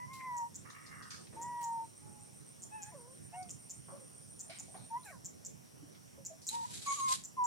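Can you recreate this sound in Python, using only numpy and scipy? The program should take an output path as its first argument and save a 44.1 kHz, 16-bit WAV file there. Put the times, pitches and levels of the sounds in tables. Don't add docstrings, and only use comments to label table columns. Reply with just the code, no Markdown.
import sys
import numpy as np
from scipy import signal
from scipy.fft import rfft, irfft, next_fast_len
from scipy.io import wavfile
from scipy.ndimage import uniform_filter1d, map_coordinates

SR = 44100
rng = np.random.default_rng(int(sys.argv[2]) if len(sys.argv) > 2 else 0)


def gain_from_db(level_db):
    decades = np.asarray(level_db, float) / 20
    return 10 ** decades


def transcribe(signal):
    frames = np.atleast_2d(signal).T
    limited = np.clip(frames, -1, 1)
    pcm = np.round(limited * 32767).astype(np.int16)
    wavfile.write(sys.argv[1], SR, pcm)


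N = 328986


def evened(x):
    return x / np.sqrt(np.mean(x ** 2) + 1e-20)


def smooth_noise(size, span):
    return uniform_filter1d(rng.standard_normal(size), span)


def flicker(size, depth_db, span):
    return gain_from_db(depth_db * evened(uniform_filter1d(smooth_noise(size, span), span)))


def read(points, hz):
    f, value = np.transpose(points)
    return np.interp(np.log(hz + 1), np.log(f + 1), value)


def add(mix, s, sound):
    part = mix[:, round(s * SR):][:, :sound.shape[1]]
    part += sound[:, :part.shape[1]]


def resonate(x, hz, width_hz):
    turn = np.exp(2j * np.pi * np.cumsum(hz * np.ones(x.shape[-1])) / SR)
    r = np.exp(-np.pi * width_hz / SR)
    low = signal.lfilter([(1 - r) ** 2], [1, -2 * r, r * r], x / turn)
    return 2 * (turn * low).real


def coloured(x, shape_db):
    size = next_fast_len(x.shape[-1])
    gain = gain_from_db(shape_db(np.fft.rfftfreq(size, 1 / SR)))
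    return irfft(rfft(x, size) * gain, size)[..., :x.shape[-1]]


def two_ears(x, lag_ms, other, same):
    late = map_coordinates(x, [np.arange(len(x)) - lag_ms * SR / 1000], order=3)
    return np.array([x, same * late + np.sqrt(1 - same ** 2) * other])


def crackle(size, grain_db=-1.0, per_s=2500, hiss=0.57):
    gauss = rng.standard_normal((2, size))
    struck = rng.random((2, size)) < per_s / SR
    grain = gain_from_db(grain_db * np.minimum(rng.exponential(1, (2, size)), 4))
    return hiss * gauss + evened(gauss * struck * grain)


def echoes(x, t60_s, level_db):
    t = np.arange(round(.3 * SR)) / SR
    taps = rng.standard_normal((2, len(t))) * (rng.random((2, len(t))) < .05)
    tail = taps * gain_from_db(-60 * t / t60_s) * (t > .004)
    return x + gain_from_db(level_db) * signal.fftconvolve(x, tail / np.linalg.norm(tail[0]), axes=1)[:, :N]


def air():
    # f/Hz, density/dB
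    shape = [(15, -74), (25, -42.5), (123, -0.5), (149, 0), (242, -3), (1610, -22.5), (1790, -22),
             (4140, -28), (5730, -27.5), (6560, -25), (11000, -26), (16000, -37.5)]
    # f/Hz, left-right likeness, left minus right/dB
    ears = [(40, 0.049, 7), (90, -0.21, -16), (223, -0.61, -3), (290, -0.79, -1.6), (804, -0.61, -2),
            (2140, -0.3, -0.5), (3600, 0.097, -1), (13000, 0.39, 0.5)]
    level_db, patch_db = -56, 1.98
    frames, hz = N // 512 + 5, np.fft.rfftfreq(2048, 1 / SR)
    a, b, c, d, patches = rng.standard_normal((frames, 1025, 5)).T
    patches = evened(uniform_filter1d(uniform_filter1d(patches, 24, 0), 8, 1))
    f, likeness, tilt_db = np.transpose(ears)
    same = np.clip(read(np.c_[f, likeness], hz), -1, 1)[:, None]
    left = a + 1j * b
    right = same * left + np.sqrt(1 - same ** 2) * (c + 1j * d)
    ear_db = np.multiply.outer([.5, -.5], read(np.c_[f, tilt_db], hz))[..., None]
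    z = np.array([left, right]) * gain_from_db(read(shape, hz)[:, None] + patch_db * patches + ear_db)
    return gain_from_db(level_db) * evened(signal.istft(z, nperseg=2048, noverlap=1536)[1][:, :N])


def drones():
    # f/Hz, width/Hz, level/dB rms
    choirs = [(5693, 730, -69), (8600, 1060, -73), (10710, 780, -75.5)]
    noise = rng.standard_normal(N) + 0.36 * rng.standard_normal((2, N))
    return sum(gain_from_db(db) * evened(resonate(noise, hz, width_hz)) for hz, width_hz, db in choirs)


def cicada(hz, start_db, full_db, swell_s, stop_s, throbs, width_hz):
    click_hz, break_s, warm_s = 122, 0.13, 1.1
    throb_db, cold_sag, throb_bend = 9, .04, .008
    t = np.arange(N) / SR
    pump = 2 * np.pi * np.interp(t, *np.transpose(throbs))
    swell_db = full_db + (start_db - full_db) * np.exp(-t / swell_s)
    level = gain_from_db(swell_db) * np.clip(1 - (t - stop_s) / break_s, 0, 1) ** 2
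    beats = np.cumsum(click_hz * (1 + 1.2 * smooth_noise(N, 2000))) / SR
    buzz = rng.standard_normal(N) * (.25 + np.exp(-(beats % 1) / .45))
    slack_db = throb_db * (.5 - .5 * np.cos(pump)) ** 1.4
    pitch_hz = hz * (1 - cold_sag * np.exp(-t / warm_s) + throb_bend * np.sin(pump))
    song = evened(resonate(buzz, pitch_hz, width_hz)) * level * gain_from_db(-slack_db)
    return np.array([song, song * gain_from_db(1.3)])


def cicadas():
    # tymbal f/Hz, start level/dB, full level/dB before throbs, swell time constant/s, stop t/s
    singers = [(8734, -75, -57.5, 1.2, 4.88), (9220, -81, -57.5, 2.7, 5.1)]
    # t/s, throbs counted so far
    throbs = [
        [(0, .1), (.85, 6.98), (2.85, 22.8), (3.65, 29.05), (4.05, 32.11), (5.3, 41.25)],
        [(0, -.6), (2.85, 22.72), (4.1, 32.95), (4.62, 37), (5.03, 40), (5.3, 42.2)],
    ]
    widths_hz = [480, 320]
    pair = sum(cicada(*c, count, width_hz) for c, count, width_hz in zip(singers, throbs, widths_hz))
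    return echoes(pair, .2, -11)


def bird():
    # t/s, relative level/dB
    chips = [(0.367, -57.5), (0.544, -55), (1.4149, -56), (1.6296, -55), (2.6204, -56), (2.8193, -53),
             (3.494, -53.5), (3.6958, -53), (4.3926, -52), (4.5861, -53.5), (5.246, -52), (5.4486, -52),
             (6.2498, -51), (6.4675, -47.5), (7.2374, -53.5), (7.439, -52)]
    # t/ms, f/Hz before variation, level re chip/dB
    strokes = [
        [(0, 4440, -10.5), (1.5, 7480, 2.5), (3, 7880, -14), (5, 7750, 1.5)],
        [(5.6, 4460, 0.5), (6.8, 7400, -2.5), (8.5, 6940, -4), (10.8, 7100, -5)],
        [(11.4, 5370, 4.5), (12.5, 7360, 7), (14, 6300, -9), (16, 5750, 2)],
        [(16.24, 5380, 13), (17.3, 7250, 4), (21.5, 7500, -8), (22.33, 8100, 23)],
    ]
    gain_db, vary_db, vary_pitch, octave_db = 11.5, 1.3, .015, -22.5
    out = np.zeros((2, N))
    for (s, db), luck in zip(chips, rng.standard_normal((len(chips), 8))):
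        for rows, pitch, level in zip(strokes, luck[:4], luck[4:]):
            ms, hz, stroke_db = np.transpose(rows)
            t_ms = np.arange(ms[0], ms[-1], 1000 / SR)
            turns = 2 * np.pi * np.cumsum(np.interp(t_ms, ms, hz)) * (1 + vary_pitch * pitch) / SR
            note = np.sin(turns) + gain_from_db(octave_db) * np.sin(2 * turns)
            note = note * signal.windows.tukey(len(t_ms), .3)
            note = note * gain_from_db(db + gain_db + vary_db * level + np.interp(t_ms, ms, stroke_db))
            add(out, s + ms[0] / 1000, np.tile(note, (2, 1)))
    return echoes(out, 0.22, -3.5)


def rustle(s, db, t60_s, hz, width_octaves):
    rise_s, lag_ms, lump_db, lump_hz = 0.0041, 2.7, 3, 293
    t = np.arange(round(.5 * SR)) / SR
    lumps_db = lump_db * rng.standard_normal(200)

    def shape_db(f):
        band_db = -12 * (np.log2((f + 1) / hz) / width_octaves) ** 2
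        return band_db + np.interp(f / lump_hz, np.arange(len(lumps_db)), lumps_db)

    band = evened(coloured(crackle(len(t)), shape_db))
    band = band * np.minimum(t / rise_s, 1) * gain_from_db(db - 60 * np.maximum(t - rise_s, 0) / t60_s)
    return s, two_ears(band[0], lag_ms, band[1], same=0.5)


def scuffle():
    # from t/s, to t/s, level/dB
    start, end, db = (6.488, 7.2, -58)
    # t of the top/s, level/dB
    kicks = [(6.49, -49), (6.55, -53.5), (6.66, -60), (6.749, -45.5), (6.83, -54), (6.88, -52),
             (6.936, -44.5), (7.0, -52), (7.109, -44.5), (7.127, -39)]
    # f/Hz, level/dB
    leaf_colour = [(1000, -19.5), (2120, -10.5), (3360, -6), (3830, -0.5), (5640, -6.5), (7500, -0.5),
                   (9110, -4.5), (11800, -11)]
    fade_s, kick_db_per_s, flicker_db = 0.11, 330, 2
    t = np.arange(start, end + fade_s, 1 / SR)
    shuffle = gain_from_db(db) * np.clip(1 - (t - end) / fade_s, 0, 1) ** 2
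    level = shuffle + sum(gain_from_db(d - kick_db_per_s * abs(t - s)) for s, d in kicks)
    leaves = crackle(len(t), grain_db=0.0, per_s=2900, hiss=0.82)
    leaves = evened(coloured(leaves, lambda f: read(leaf_colour, f) - 30 * (f > 11900)))
    level = level * flicker(len(t), flicker_db, span=300)
    return start, level * two_ears(leaves[0], 1.295, leaves[1], same=0.23)


def snap():
    # t/s, peak level/dB, right ear lag/ms
    s, db, lag_ms = (6.4888, -21, .748)
    # f/Hz, level/dB
    modes = [(4050, 0), (6700, -2), (8020, -2), (9400, -8), (12000, -12)]
    rise_s, t60_s, knock_s = .0012, .012, .0058
    t = np.arange(round(.03 * SR)) / SR
    ring = sum(gain_from_db(d) * np.sin(2 * np.pi * f * t) for f, d in modes)
    ring = ring * np.minimum(t / rise_s, 1) * gain_from_db(-60 * t / t60_s)
    ring = ring + .5 * np.interp(t - knock_s, t, ring, left=0)
    return s, gain_from_db(db) * two_ears(ring / abs(ring).max(), lag_ms, 0, same=1)


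def hoot(s, hz, db, length_s):
    t = np.arange(0, 2 * length_s, 1 / SR)
    turns = np.cumsum(hz * (1 + 0.75 * smooth_noise(len(t), 200))) / SR
    x = 4 * t / length_s
    right_lag_rad = np.array([[0], [.8]])
    return s, gain_from_db(db) * np.sin(2 * np.pi * turns - right_lag_rad) * x * np.exp(1 - x)


def rasp():
    # from t/s, to t/s
    start, end = (.64, 1.27)
    # f/Hz, width/Hz, gain/dB
    resonances = [(1230, 280, 2), (1830, 320, -2), (2230, 300, -3), (2790, 240, -12)]
    # t/s, level/dB before throat gain, f that the mouth favours/Hz
    surge_rows = [(0.644, -60.5, 1200), (.74, -63, 2210), (.82, -71, 2300), (.91, -53, 1860),
                  (1.0, -63, 1530), (1.105, -64, 1550)]
    steady_db, rise_s, fade_s, surge_t60_s = -66, 0.016, 0.13, 0.42
    favour_db_per_octave, flicker_db = 13.5, 1
    t = np.arange(start, end, 1 / SR)
    mouth = np.interp(t, [.85, 1.12], [1, .8])
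    drive = crackle(len(t), grain_db=-0.5, per_s=300, hiss=0.79)
    throat = 0
    for k, ((f, width_hz, gain_db), m) in enumerate(zip(resonances, [1, mouth, mouth, 1])):
        level = gain_from_db(steady_db)
        for s, db, hz in surge_rows:
            decay_db = 60 * np.maximum(t - s, 0) / surge_t60_s
            off_db = favour_db_per_octave * abs(np.log2(f * m / hz))
            level = level + np.clip((t - s) / rise_s, 0, 1) * gain_from_db(db - decay_db - off_db)
        level = level * flicker(len(t), flicker_db, span=700)
        sign = (-1) ** k
        throat = throat + sign * gain_from_db(gain_db) * evened(resonate(drive, f * m, width_hz)) * level
    throat = throat * np.clip(np.minimum((t - start) / rise_s, (end - t) / fade_s), 0, 1)
    return start, two_ears(throat[0], 1.05, throat[1], same=.6)


def cry(rows, second_db, loss_db, third_db, hoarse):
    # t/s, lead of the left ear over the right/cycles of the voice
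    ear_lead = [(0, -.42), (.04, -.46), (.12, -.93), (.26, -1), (.31, -1.16), (.47, -1.24), (1.46, .07),
                (1.55, -.08), (1.68, -.11), (2.72, -.33), (2.8, -.34), (2.88, .1), (3.1, -.08),
                (3.42, -.08), (4.96, -.14), (5.06, 0), (5.17, 0), (6.54, -0.35), (6.67, -0.43),
                (6.88, -0.17), (6.955, 0.48), (7.01, -0.26), (7.085, -.5), (7.105, -.67), (7.14, -.55),
                (7.39, .22), (7.455, 0.28)]
    # from t/s, to t/s, level/dB before mouth gain
    strain_rows = [(6.865, 6.966, -47), (6.96, 7.075, -52.5), (7.097, 7.137, -50)]
    # f/Hz, width/Hz, gain/dB
    mouth = [(6720, 1300, 4.8), (8530, 530, 0.84)]
    # t/s, half length/s, level/dB before the closing sqrt(2)
    cracks = [(0.211, 0.022, -53.5), (.25, 0.016, -62), (2.88, 0.11, -67.5), (5.108, 0.07, -62.5)]
    rise_s, fall_s, edge_db = .015, .022, -16
    breath_db, upper_breath_db, breath_width_hz, crack_width_hz = -30, -15, 240, 430

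    s, pitch, effort_db = np.transpose(rows)
    t = np.arange(max(s[0] - rise_s, 0), s[-1] + fall_s, 1 / SR)
    size = len(t)
    hz = np.interp(t, s, pitch)

    edge = np.maximum(np.maximum((s[0] - t) / rise_s, (t - s[-1]) / fall_s), 0)
    first_db = np.interp(t, s, effort_db) + edge_db * edge
    sunk_tenths = 10 - 10 * hz / pitch.max()
    second_db = first_db + second_db - loss_db * sunk_tenths ** (2 if loss_db > 0 else 1)

    turns = np.cumsum(hz * (1 + (0.024 + hoarse) * smooth_noise(size, 200))) / SR
    lead = np.interp(t, *np.transpose(ear_lead))
    turns = 2 * np.pi * (turns + np.multiply.outer([.5, -.5], lead))
    partials_db = [first_db, second_db, second_db + third_db]
    voice = sum(gain_from_db(db) * np.sin(k * turns) for k, db in enumerate(partials_db, 1))
    voice = voice * (1 + .8 * hoarse * evened(smooth_noise(size, 250)))

    strain = sum(gain_from_db(db) * np.clip(np.minimum(t - a, b - t) / 0.015, 0, 1) for a, b, db in strain_rows)
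    top = 0
    for k in range(4, 10):
        gain = sum(gain_from_db(db) / (1 + (2 * (k * hz - f) / w) ** 4) for f, w, db in mouth)
        top = top + gain * np.sin(k * turns)
    flutter = gain_from_db(20.0 * smooth_noise(size, 150))

    breath = 0
    for k, db in [(1, first_db + breath_db), (2, second_db + upper_breath_db)]:
        noise = resonate(rng.standard_normal((2, size)), k * hz, k * breath_width_hz)
        breath = breath + gain_from_db(db) * evened(noise)

    burst = sum(gain_from_db(db) * np.clip(1 - abs(t - at) / half, 0, 1) for at, half, db in cracks)
    crack_hz = np.clip(2100 / hz, 2, 3).round() * hz
    crack = burst * evened(resonate(rng.standard_normal((2, size)), crack_hz, crack_width_hz))

    sound = voice + breath + crack + strain * flutter * top
    return t[0], np.sqrt(2) * sound * signal.windows.tukey(size, .04)


def scene():
    # t/s, pitch f/Hz, effort level/dB
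    cries = [
        [(0, 988, -47), (0.05, 1001, -46)],
        [(0.08, 1017, -55), (0.12, 1069, -51), (0.195, 1044, -52.5), (0.26, 1026, -44), (0.31, 986, -41),
         (0.435, 935, -37.5), (0.47, 942, -44)],
        [(1.372, 901, -47.5), (1.455, 967, -43), (1.605, 958, -41), (1.675, 929, -38), (1.81, 908, -40),
         (1.845, 907, -46.5)],
        [(2.03, 847, -67), (2.19, 847, -65), (2.33, 812, -78)],
        [(2.725, 852, -51), (2.76, 883, -44.5), (2.8, 846, -54), (2.842, 815, -58), (2.858, 840, -63),
         (2.89, 857, -53)],
        [(2.925, 703, -63), (2.95, 586, -53), (2.995, 486, -62), (3.05, 473, -62.5), (3.135, 528, -63.5)],
        [(3.335, 712, -53), (3.38, 735, -45), (3.42, 739, -45), (3.44, 723, -54), (3.48, 703, -64)],
        [(3.34, 892, -53), (3.352, 928, -51.5)],
        [(4.915, 910, -44.5), (4.95, 933, -36.5), (4.97, 986, -37), (4.99, 1030, -54.5), (5.04, 970, -70)],
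        [(5.062, 842, -59.5), (5.092, 760, -60)],
        [(5.105, 710, -54.5), (5.13, 555, -63), (5.165, 481, -72.5)],
        [(6.52, 866, -51), (6.54, 920, -39), (6.555, 943, -37), (6.645, 903, -41.5), (6.655, 977, -37),
         (6.672, 997, -67), (6.715, 960, -52.5)],
        [(6.875, 1116, -35), (6.93, 1099, -34), (6.95, 1127, -42)],
        [(6.965, 1210, -48), (6.985, 1140, -43.5), (7.005, 1083, -36.5), (7.045, 1087, -33.5),
         (7.08, 1065, -32), (7.1, 1035, -33.5), (7.127, 1054, -29.5), (7.15, 1107, -46)],
        [(7.382, 1036, -37), (7.4, 993, -30.5), (7.455, 966, -31)],
    ]
    # second partial over first at top pitch/dB, its loss when the pitch has sunk by a tenth/dB
    seconds = [(-11.5, -6), (-7, 11), (-18.5, 56), (-32, 0), (-14.5, -12), (-30.5, -9), (-24, 5), (-12, 6),
               (-19.5, 14), (-1, -7), (-14.5, -8), (-27.5, 5), (-16, -3), (-24, 1), (-32, 5)]
    # third partial over second/dB, hoarseness 0-1
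    thirds = [(-30, .07), (-30, .04), (-20, .04), (-3, .3), (-3, .02), (-18, .3), (8, .06), (4, .3),
              (-15, .05), (-6, .22), (-10, .35), (-15, .1), (-18, .07), (-14, .06), (-20, .02)]
    # t/s, f/Hz, peak level/dB, length/s (peak at a quarter of it)
    hoots = [(2.919, 957, -55, 0.03), (3.918, 553, -49, 0.069), (4.005, 528, -57, .045),
             (4.494, 661, -47.5, 0.029), (4.75, 767, -47, 0.016), (5.827, 290, -49, 0.031),
             (6.174, 539, -55.5, 0.055), (6.3, 643, -50, 0.056)]
    # t/s, level/dB, t60/s, centre f/Hz, width to -12 dB/octaves
    rustles = [(.13, -52.5, 0.32, 5800, 1.4), (.699, -53.5, 0.14, 5100, 0.69),
               (.859, -57, 0.23, 5050, 0.71), (1.022, -56, 0.28, 4900, 0.71),
               (1.102, -48.5, 0.47, 4900, 0.93), (1.104, -58.5, 0.3, 2360, 0.2),
               (1.268, -57, 0.052, 2800, 1.4), (1.325, -54.5, 1, 252, 2.4), (1.606, -54, 0.27, 8000, 4.5),
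               (3.425, -53.5, 0.046, 5640, .46), (3.88, -53, 0.43, 710, 1.15),
               (4.494, -52, 0.56, 2500, 1.5), (4.55, -64, 0.32, 2500, .6), (4.68, -61, 1, 620, 0.56),
               (4.6, -59, 0.077, 860, 0.4), (4.74, -55, 0.3, 840, 1.7), (4.765, -63.5, 0.5, 4120, 0.35),
               (5.03, -65.5, 0.33, 4100, .25), (5.045, -55, 0.38, 8500, 0.64),
               (3.487, -58.5, 0.054, 2520, 0.69), (5.945, -64.5, 0.16, 2500, 0.88),
               (6.415, -57.5, 1, 6000, 0.84), (7.122, -38, 0.051, 4600, 0.92)]
    voice, near = np.zeros((2, 2, N))
    for rows, second, third in zip(cries, seconds, thirds):
        add(voice, *cry(rows, *second, *third))
    near_sounds = [rustle(*r) for r in rustles] + [scuffle(), snap()]
    near_sounds += [hoot(*h) for h in hoots] + [rasp()]
    for s, sound in near_sounds:
        add(near, s, sound)
    voice = echoes(voice, .25, -21)
    near = echoes(near, .15, -10)
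    return air() + drones() + cicadas() + bird() + near + voice


def low_pass(x):
    return signal.sosfilt(signal.butter(12, 16470, fs=SR, output="sos"), x)


def record(dry):
    return low_pass(dry)


dry = scene()
out = record(dry)
transcribe(out)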